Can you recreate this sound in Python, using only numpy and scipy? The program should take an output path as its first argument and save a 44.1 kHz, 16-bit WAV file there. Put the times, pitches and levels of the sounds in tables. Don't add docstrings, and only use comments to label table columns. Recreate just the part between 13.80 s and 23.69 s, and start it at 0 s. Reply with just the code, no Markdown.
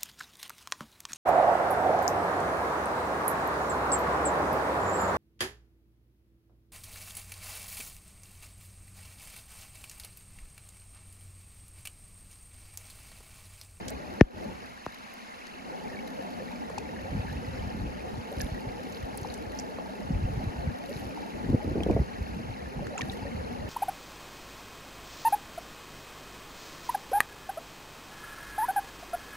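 import sys
import numpy as np
from scipy import signal
from scipy.fft import rfft, irfft, next_fast_len
from scipy.io import wavfile
from scipy.ndimage import uniform_filter1d, minimum_filter1d

SR = 44100
rng = np.random.default_rng(int(sys.argv[2]) if len(sys.argv) > 2 else 0)


def output_pcm(signal):
    pcm = np.clip(np.atleast_2d(signal).T, -1, 1) * 32767
    wavfile.write(sys.argv[1], SR, np.round(pcm).astype(np.int16))


N = 436149
TIME = np.arange(N) / SR
FFT_SIZE = next_fast_len(N + 8192, True)
HZ = np.fft.rfftfreq(FFT_SIZE, 1 / SR)


def gain_of(db):
    return 10 ** (np.asarray(db) / 20)


def unit_rms(x):
    return x / np.sqrt(np.mean(x ** 2) + 1e-20)


def over_hz(points):
    hz, value = np.transpose(points)
    return np.interp(np.log(HZ + 1), np.log(hz + 1), value)


def filtered(x, response):
    return irfft(rfft(x, FFT_SIZE) * response, FFT_SIZE)[..., :N]


def add(mix, start_s, sound):
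    part = mix[..., round(start_s * SR):][..., :sound.shape[-1]]
    part += sound[..., :part.shape[-1]]


def drift(per_s):
    knots = rng.standard_normal(4000)
    return unit_rms(np.interp(TIME * per_s, np.arange(len(knots)), knots))


def held(start_s, length_s, rise_s, fall_s):
    age_s = TIME - start_s
    return np.clip(age_s / rise_s, 0, 1) * np.clip(1 - (age_s - length_s) / fall_s, 0, 1)


def clicks(per_s, spread_db):
    train = np.zeros(N)
    when, size, polarity = rng.random((int(per_s * N / SR) + 1, 3)).T
    height = gain_of(spread_db * np.minimum(-np.log(1 - size), 4))
    train[(when * N).astype(int)] = height * np.sign(polarity - .5)
    return train


def bubble(hz, cycles, glide_octaves):
    t60 = cycles / hz
    t = np.arange(int(t60 * SR) + 2) / SR
    turns = np.cumsum(hz * 2 ** (glide_octaves * t / t60)) / SR
    envelope = (1 - np.exp(-turns / 1.47)) * np.exp(-np.log(1000) * t / t60)
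    return envelope / envelope.max() * np.sin(2 * np.pi * turns)


def babble(low_hz, high_hz, per_s, spread_db, cycles, share, sizes=20):
    swarm = np.zeros(N)
    for hz in np.geomspace(low_hz, high_hz, sizes) * rng.uniform(.96, 1.04, sizes):
        ring = bubble(hz, cycles, glide_octaves=0.22)
        swarm += signal.oaconvolve(clicks(per_s / sizes, spread_db), ring * hz)[:N]
    band = (HZ > low_hz) & (HZ < high_hz)
    hiss = filtered(rng.standard_normal(N), np.sqrt(1 - share * band))
    return hiss + unit_rms(swarm) * np.sqrt(share * (high_hz - low_hz) / (SR / 2))


# freq_hz, left_lead_rad
PORT_PHASE = [(0, 1), (520, -2.4), (1550, -3.3), (1890, -6.2), (2840, -6.5), (3190, -8.8), (3700, -9.4),
              (3960, -11.5), (4390, -12.0), (5080, -12.4), (5770, -14.7), (6290, -12.7), (6630, -12.6),
              (7670, -15.6), (8870, -15.8), (10400, -18.7), (13000, -19.0), (13500, -21.4), (13900, -21.9),
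              (16100, -22.0)]
# freq_hz, likeness (0-1)
PORT_LIKENESS = [(100, 0.083), (1000, 0.61), (1500, 0.79), (2400, 0.77), (5000, 0.57), (5800, 0.19),
                 (7000, 0.98), (8300, 1), (9800, 0.88), (11000, 1), (13300, 0.84), (14500, 1)]


def ports(source, colour, left_db):
    likeness = over_hz(PORT_LIKENESS)
    mid = rfft(source(), FFT_SIZE) * np.sqrt(1 + likeness)
    side = rfft(source(), FFT_SIZE) * np.sqrt(1 - likeness)
    left = (mid + side) * gain_of(left_db)
    right = (mid - side) * np.exp(-1j * over_hz(PORT_PHASE))
    spectra = np.array([left, right]) * gain_of(over_hz(colour))
    return unit_rms(irfft(spectra, FFT_SIZE)[:, :N])


# freq_hz, gain_db
WASH_COLOUR = [(30, -9), (130, -20.5), (220, 4), (350, -8), (800, -2.5), (1020, -4.5), (1300, -4.5),
               (1500, -3.5), (1750, -6.5), (2700, -10.5), (3400, -16), (4400, -14.5), (6000, -22.5),
               (7000, -22.5), (9500, -25), (12000, -35), (15200, -28.5)]


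def wash():
    water = ports(lambda: babble(1100, 5540, per_s=1300, spread_db=3, cycles=68, share=0.64, sizes=36),
                  WASH_COLOUR, left_db=0)
    return gain_of(-46 + .5 * drift(per_s=5)) * water


# freq_hz, gain_db
FIZZ_COLOUR = [(1000, -24), (2500, 3), (4500, 6), (7000, -1), (8300, -8), (10000, -4), (13000, -3),
               (15000, -20)]


def fizz(level_db=-66, decay_s=0.002):
    t = np.arange(512) / SR
    burst = rng.standard_normal(len(t)) * np.exp(-t / decay_s)
    ticks = ports(lambda: signal.oaconvolve(clicks(per_s=60, spread_db=4), burst)[:N],
                  FIZZ_COLOUR, left_db=1.5)
    return gain_of(level_db + 2.9 * drift(per_s=9)) * ticks


def plinks(low_hz, high_hz, per_s, base_db, cycles, spread_db):
    out = np.zeros((2, N))
    for when, pitch, size, bearing, glide in rng.random((int(per_s * N / SR), 5)):
        start_s = when * N / SR
        hz = low_hz * (high_hz / low_hz) ** pitch
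        size_db = spread_db * min(-np.log(1 - size), 3)
        tilt_db = -6 * np.log2(hz / low_hz)
        ring = gain_of(base_db + size_db + tilt_db) * bubble(hz, cycles, 0.32 * glide)
        add(out[0], start_s, gain_of(2) * ring)
        add(out[1], start_s + 0.00048 * bearing, ring)
    return out


# freq_hz, gain_db
GURGLE_COLOUR = [(60, -40), (135, -14.5), (180, -0.5), (235, 3), (350, -5.5), (480, -2), (650, -5.5),
                 (870, -3.5), (1020, -21), (1500, -17), (2200, -34), (4000, -47)]
# start_s, length_s, depth_db
GURGLE_DUCKS = [(0.698, 0.92, 18.5), (8.16, 0.68, 3)]


def gurgle():
    water = ports(lambda: babble(191.6, 963, per_s=240, spread_db=3.5, cycles=46.5, share=0.74),
                  GURGLE_COLOUR, left_db=1)
    glugs = plinks(416.6, 840, per_s=10, base_db=-7, cycles=59, spread_db=1.1)
    duck_db = sum(depth_db * held(start_s, length_s, rise_s=0.25, fall_s=0.28)
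                  for start_s, length_s, depth_db in GURGLE_DUCKS)
    return gain_of(-39 - 0.13 * drift(per_s=2.6) - duck_db) * (water + glugs)


def brook():
    bright = plinks(1651, 3000, per_s=38, base_db=-48, cycles=56, spread_db=1.9)
    return wash() + fizz() + gurgle() + gain_of(2.7 * drift(per_s=3.09)) * bright


def bass_lag(hz, turns=1.196, corner_hz=25):
    return np.exp(-2j * np.pi * turns * np.log(1 + hz / corner_hz))


def eddies(colour, per_s, spread_db, side_db):
    mid = clicks(per_s, spread_db)
    side = gain_of(side_db) * clicks(per_s, spread_db)
    response = gain_of(over_hz(colour)) * bass_lag(HZ)
    return unit_rms(filtered(np.array([mid + side, mid - side]), response))


def surges(depth_db, per_s):
    return unit_rms(gain_of(depth_db * np.clip(drift(per_s), -2, 1)))


# time_s, level_db
BREEZE = [(0, -48), (.9, -54.5), (1.3, -66.5), (2.3, -55.5), (2.95, -51.5), (3.5, -39), (5.05, -50),
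          (6, -53), (7.4, -53.5), (8.3, -43.5), (9.88, -50.5)]
# start_s, length_s, level_db, hardness (0 rumble, 1 flutter)
GUSTS = [(0.0, 0.19, -42.5, 0.01), (0.522, 0.2, -46, 0), (3.308, 0.077, -36.5, 0.02), (3.71, 0.15, -43, 0),
         (3.925, 0.18, -37, 0.03), (4.324, 0.068, -36.5, 0.08), (4.563, 0.1, -34.5, 0.03),
         (5.19, 0.052, -41, 0), (5.324, 0.36, -45, 0.04), (6.215, 0.076, -40.5, 0.02),
         (6.297, 0.4, -34, 0.01), (6.75, 0.17, -38, 0.02), (7.142, 0.16, -46, 0.1), (7.532, 0.2, -42, 0.26),
         (7.68, 0.045, -32, 0.24), (7.855, 0.086, -32.5, 0.14), (7.947, 0.083, -31.5, 0.55),
         (8.049, 0.13, -33, 0.4), (8.083, 0.025, -27, 0.75), (8.19, 0.022, -31, 0.05),
         (8.369, 0.08, -38.5, 0), (8.536, .22, -46, 0), (8.954, 0.071, -35, 0.28), (9.188, 0.83, -43, 0.07)]
# freq_hz, gain_db
RUMBLE_COLOUR = [(15, -36), (30, -16), (55, 1.5), (80, 0), (130, -6.5), (220, -9), (400, -25), (900, -54),
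                 (2000, -90)]
FLUTTER_COLOUR = [(40, -7), (130, -3), (300, -0.5), (500, -8.5), (800, -12.5), (1100, -25), (2000, -56),
                  (4000, -78)]


def wind():
    soft_power = gain_of(np.interp(TIME, *np.transpose(BREEZE))) ** 2
    hard_power = np.zeros(N)
    for start_s, length_s, level_db, hardness in GUSTS:
        power = (gain_of(level_db) * held(start_s, length_s, rise_s=0.0074, fall_s=0.045)) ** 2
        soft_power += (1 - hardness) * power
        hard_power += hardness * power
    rumble = surges(3.5, per_s=22) * eddies(RUMBLE_COLOUR, per_s=300, spread_db=2, side_db=-9.5)
    flutter = surges(3, per_s=100) * eddies(FLUTTER_COLOUR, per_s=600, spread_db=4, side_db=-5)
    return np.sqrt(soft_power) * rumble + np.sqrt(hard_power) * flutter


# start_s, peak_db, centre_hz, width_octaves, decay_s
SPLASHES = [(0.081, -28, 4270, 0.83, 0.0037), (0.094, -32.5, 5270, .6, .003), (0.103, -31.5, 8400, 1, .003),
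            (1.338, -41, 13000, 0.38, 0.0018), (1.669, -37.5, 2800, 1, 0.0018),
            (2.898, -41.5, 7000, 0.56, .003), (2.982, -29, 5130, 0.61, .0025), (4.517, -48, 6800, .2, .002),
            (4.5864, -42, 8000, 0.67, .002), (4.596, -38, 11000, .25, .002),
            (4.6035, -33, 2500, 0.55, .002), (4.61, -26.5, 5400, 0.46, 0.0016),
            (4.615, -26.5, 5360, 0.25, 0.0017), (4.617, -39, 11800, .17, .003),
            (5.374, -29.5, 10200, 0.35, .002), (5.381, -39.5, 4800, .3, .002), (5.413, -40, 9500, .5, .003),
            (5.5, -40, 4230, 0.13, .004), (5.539, -35.5, 6450, 0.5, .004), (5.788, -30, 5730, 0.2, 0.0028),
            (5.796, -33, 5960, 0.28, 0.0033), (7.093, -40, 10000, 0.81, 0.0033),
            (7.188, -45, 9000, 0.94, 0.0028), (8.034, -34.5, 4800, 0.99, 0.0022),
            (8.11, -42, 4000, 1, .003), (9.0683, -38, 4000, 0.84, 0.0026), (9.177, -34, 1900, 0.68, 0.01),
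            (9.179, -28, 7000, 0.064, 0.0018), (9.187, -37, 5900, 0.25, 0.0016),
            (9.191, -39, 5900, 0.22, 0.0021), (9.212, -37, 5700, 0.21, 0.0024),
            (9.2092, -27, 2300, 0.37, 0.0028), (9.217, -24, 2600, 0.87, 0.00065),
            (9.297, -36.5, 3800, 0.12, .003), (9.317, -38, 4300, 0.95, 0.0068),
            (9.33, -45, 10500, 0.35, 0.008)]


def splashes(stereo_width=0.64, rise_share=0.23, size=2048):
    out = np.zeros((2, N))
    t, hz = np.arange(size) / SR, np.fft.rfftfreq(size, 1 / SR)
    lead = size // 32
    for start_s, peak_db, centre_hz, width_octaves, decay_s in SPLASHES:
        grains = rng.standard_normal((2, size)) * np.exp(0.65 * rng.standard_normal(size))
        grains *= (1 - np.exp(-t / (rise_share * decay_s))) * np.exp(-t / decay_s)
        band = np.exp(-.5 * (np.log2((hz + 1) / centre_hz) / width_octaves) ** 2)
        mid, side = irfft(rfft(np.roll(grains, lead, axis=1)) * band)
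        burst = np.array([mid + stereo_width * side, mid - stereo_width * side]) / abs(mid).max()
        add(out, start_s - lead / SR, gain_of(peak_db) * burst)
    return out


def add_thump(mix, start_s, peak_db, hz, spectrum):
    pulse = irfft(spectrum * bass_lag(hz))
    lead = pulse.shape[-1] // 8
    pulse = np.roll(pulse, lead, axis=-1)
    add(mix, start_s - lead / SR, gain_of(peak_db) * pulse / abs(pulse).max())


def rocking(pitch_hz=52, t60=0.12):
    t = np.arange(SR // 4) / SR
    envelope = (1 - np.exp(-2 * pitch_hz * t)) * np.exp(-np.log(1000) * t / t60)
    return envelope * np.sin(2 * np.pi * pitch_hz * t)


# start_s, peak_db, corner_hz, steepness, tick_db, ring (0-1), right_ring_cut_db
KNOCKS = [(0.41, 9.5, 328, 4.23, -61, 0.81, 16), (1.0639, -21, 1210, 12, -30, 0.17, 17)]
# centre_hz, width_hz, lift_db
KNOCK_RING_BANDS = [(1810, 160, 22), (2370, 970, 18.5), (5600, 950, 20.5)]


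def knocks(hollow_hz=1080, hollow_db=-6, low_cut_hz=50):
    out, hz = np.zeros((2, N)), np.fft.rfftfreq(8192, 1 / SR)
    bands = sum(gain_of(lift_db) / (1 + (2 * (hz - centre_hz) / width_hz) ** 2)
                for centre_hz, width_hz, lift_db in KNOCK_RING_BANDS)
    bass_cut = (hz / (hz - 1j * low_cut_hz)) ** 2
    for start_s, peak_db, corner_hz, steepness, tick_db, ring, right_ring_cut_db in KNOCKS:
        blunt = bass_cut / np.sqrt(1 + (hz / corner_hz) ** steepness)
        contact = (blunt + gain_of(tick_db)) / (1 + (hz / 7200) ** 8)
        hollow = gain_of(ring * hollow_db * np.exp(-((hz - hollow_hz) / 330) ** 2))
        ping = 1 + ring * bands * gain_of([[0], [-right_ring_cut_db]])
        add_thump(out, start_s, peak_db, hz, contact * hollow * ping)
        add(out, start_s + 0.018, gain_of(peak_db - 29) * rocking())
    return out


# start_s, level_db, pitch_hz, ring_cycles, glide_octaves
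FLASK_BUBBLES = [(0.654, -34, 234, 72, -1.9), (2.169, -36, 2270, 57, -0.027), (2.189, -33, 2240, 67, 0.14),
                 (2.899, -37, 1250, 18, -1.3), (2.901, -30, 557, 13, -0.9), (2.979, -24.5, 920, 17, -0.66),
                 (2.984, -31.5, 2620, 44, -0.4), (3.091, -36, 1850, 35, 0.1), (3.245, -37, 510, 120, 0.85),
                 (4.516, -32.5, 557, 32, 0.074), (4.603, -32, 1740, 57, -0.085),
                 (4.617, -33.5, 1650, 63, 0.22), (5.447, -28.5, 986, 23, -1.4),
                 (5.985, -33.5, 1150, 15, -0.36), (5.985, -28.5, 617, 14, -1.1),
                 (7.088, -32.5, 537, 73, 0.76), (7.11, -30, 474, 19, -0.9), (7.374, -32.5, 895, 15, -0.063),
                 (7.802, -36, 830, 110, 0.055), (8.005, -33, 2500, 35, -0.051),
                 (8.034, -28.5, 3310, 50, -0.29), (8.112, -34, 2350, 25, 0.2), (8.192, -38, 1980, 45, 0.1),
                 (8.992, -32, 840, 19, -0.63), (9.02, -35, 574, 53, .1), (9.069, -29, 1400, 8.5, 1.5),
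                 (9.125, -35.5, 556, 72, 0.095), (9.152, -32.5, 720, 33, 0.8), (9.176, -31, 1400, 24, -0.4),
                 (9.1805, -28, 2600, 28, 0.13), (9.191, -30, 865, 49, 1.9), (9.211, -33, 2700, 46, 0),
                 (9.218, -28, 1940, 78, -0.62), (9.45, -32.5, 545, 55, 0.29)]


def gulps(left_db=-1.5, right_db=-1):
    out = np.zeros((2, N))
    for start_s, level_db, pitch_hz, ring_cycles, glide_octaves in FLASK_BUBBLES:
        ring = gain_of(level_db) * bubble(pitch_hz, ring_cycles, glide_octaves)
        add(out[0], start_s, gain_of(left_db) * ring)
        add(out[1], start_s + .0001, gain_of(right_db) * ring)
    return out


# start_s, level_db, low_hz, high_hz
BUFFETS = [(3.327, -27, 45, 200), (3.346, -25, 45, 190), (3.387, -23, 45, 149), (3.514, -29.5, 45, 160),
           (3.677, -28, 45, 160), (3.734, -30, 45, 110), (3.789, -31, 45, 110), (3.945, -26, 150, 242),
           (4.004, -26, 45, 120), (4.374, -30, 45, 160), (4.596, -28, 45, 150), (4.627, -29, 45, 149),
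           (4.715, -24.5, 45, 150), (4.865, -26.5, 45, 132), (5.229, -28, 45, 110), (5.414, -30, 45, 150),
           (6.303, -18, 145, 213), (6.327, -23, 40, 85), (6.347, -22, 45, 150), (6.418, -26, 60, 190),
           (6.431, -19, 45, 105), (6.497, -26, 80, 180), (6.567, -21.5, 45, 125), (6.634, -26, 90, 270),
           (6.665, -22.5, 45, 125), (6.779, -28.5, 45, 120), (6.87, -20.5, 60, 150), (7.157, -30, 45, 150),
           (7.254, -35, 45, 150), (7.64, -29, 120, 378), (7.659, -27, 90, 260), (7.69, -20, 150, 420),
           (7.698, -16.5, 70, 280), (7.73, -17.5, 100, 430), (7.734, -17, 55, 170),
           (7.7426, -11.5, 80, 440), (7.844, -24, 100, 418), (7.875, -22, 90, 476), (7.913, -23, 90, 480),
           (7.9543, -17, 120, 513), (7.979, -22, 150, 520), (8.004, -23, 140, 560),
           (8.063, -18.5, 130, 616), (8.085, -22, 130, 520), (8.0973, -16, 120, 654),
           (8.103, -15, 130, 554), (8.117, -22, 150, 680), (8.136, -27, 200, 620), (8.148, -18, 60, 190),
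           (8.1637, -15.5, 200, 640), (8.168, -16.5, 220, 700), (8.19, -26, 150, 500),
           (8.196, -17, 55, 150), (8.211, -26.5, 110, 460), (8.405, -25, 45, 120), (8.561, -29.5, 125, 190),
           (8.691, -29, 65, 120), (8.963, -26.5, 65, 170), (9.006, -28.5, 120, 220), (9.062, -32, 55, 140),
           (9.229, -26, 90, 260), (9.421, -31.5, 60, 120), (9.546, -27.5, 90, 190), (9.56, -29, 55, 120),
           (9.6, -36, 40, 90), (9.845, -31, 55, 119)]


def buffets(trim_db=-0.64, wake_db=-4, wake_s=0.0078, size=8192):
    out = np.zeros(N)
    t, hz = np.arange(size) / SR, np.fft.rfftfreq(size, 1 / SR)
    for start_s, level_db, low_hz, high_hz in BUFFETS:
        wake = rng.standard_normal(size) * t * np.exp(-2 * t / wake_s)
        ragged = 1 + gain_of(wake_db) * rfft(wake / np.linalg.norm(wake))
        band = hz ** 3 / (hz ** 3 + low_hz ** 3) / (1 + (hz / high_hz) ** 6.5)
        add_thump(out, start_s, level_db + trim_db, hz, ragged * band)
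    return out


# start_s, end_s, level_db
SPRAYS = [(4.49, 4.768, -52.5), (4.992, 5.294, -56.5), (5.297, 5.66, -56), (5.72, 5.85, -52),
          (7.04, 7.333, -53), (9.14, 9.44, -54.5)]
# freq_hz, gain_db
SPRAY_COLOUR = [(1000, -28), (2500, 5), (4500, 6), (7000, -0.5), (8300, -3), (10500, 0.5), (15500, -7)]


def spray():
    patter = ports(lambda: babble(2900, 14000, per_s=300, spread_db=6.5, cycles=8.3, share=0.79,
                                  sizes=16), SPRAY_COLOUR, left_db=-0.5)
    swell = sum(gain_of(level_db) * np.sin(np.pi * np.clip((TIME - start_s) / (end_s - start_s), 0, 1))
                for start_s, end_s, level_db in SPRAYS)
    return patter * swell


def scene():
    return brook() + wind() + splashes() + knocks() + gulps() + buffets() + spray()


def record(dry, ceiling_db=-1.4, hold_s=0.079, recover_db_per_s=130, edge_hz=15850):
    over_db = np.maximum(20 * np.log10(abs(dry).max(0) + 1e-9) - ceiling_db, 0)
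    span = 2 * int(hold_s * SR / 2) + 1
    held_db = -minimum_filter1d(-over_db, span, origin=span // 2)
    recovery_db = TIME * recover_db_per_s
    duck_db = np.maximum.accumulate(held_db + recovery_db) - recovery_db
    ahead_db = uniform_filter1d(-minimum_filter1d(-duck_db, size=500), size=200)
    low_pass = signal.firwin(511, edge_hz, window=("kaiser", 9), fs=SR)
    return signal.oaconvolve(dry * gain_of(-ahead_db), low_pass[None], "same", axes=1)


dry = scene()
out = record(dry)
output_pcm(out)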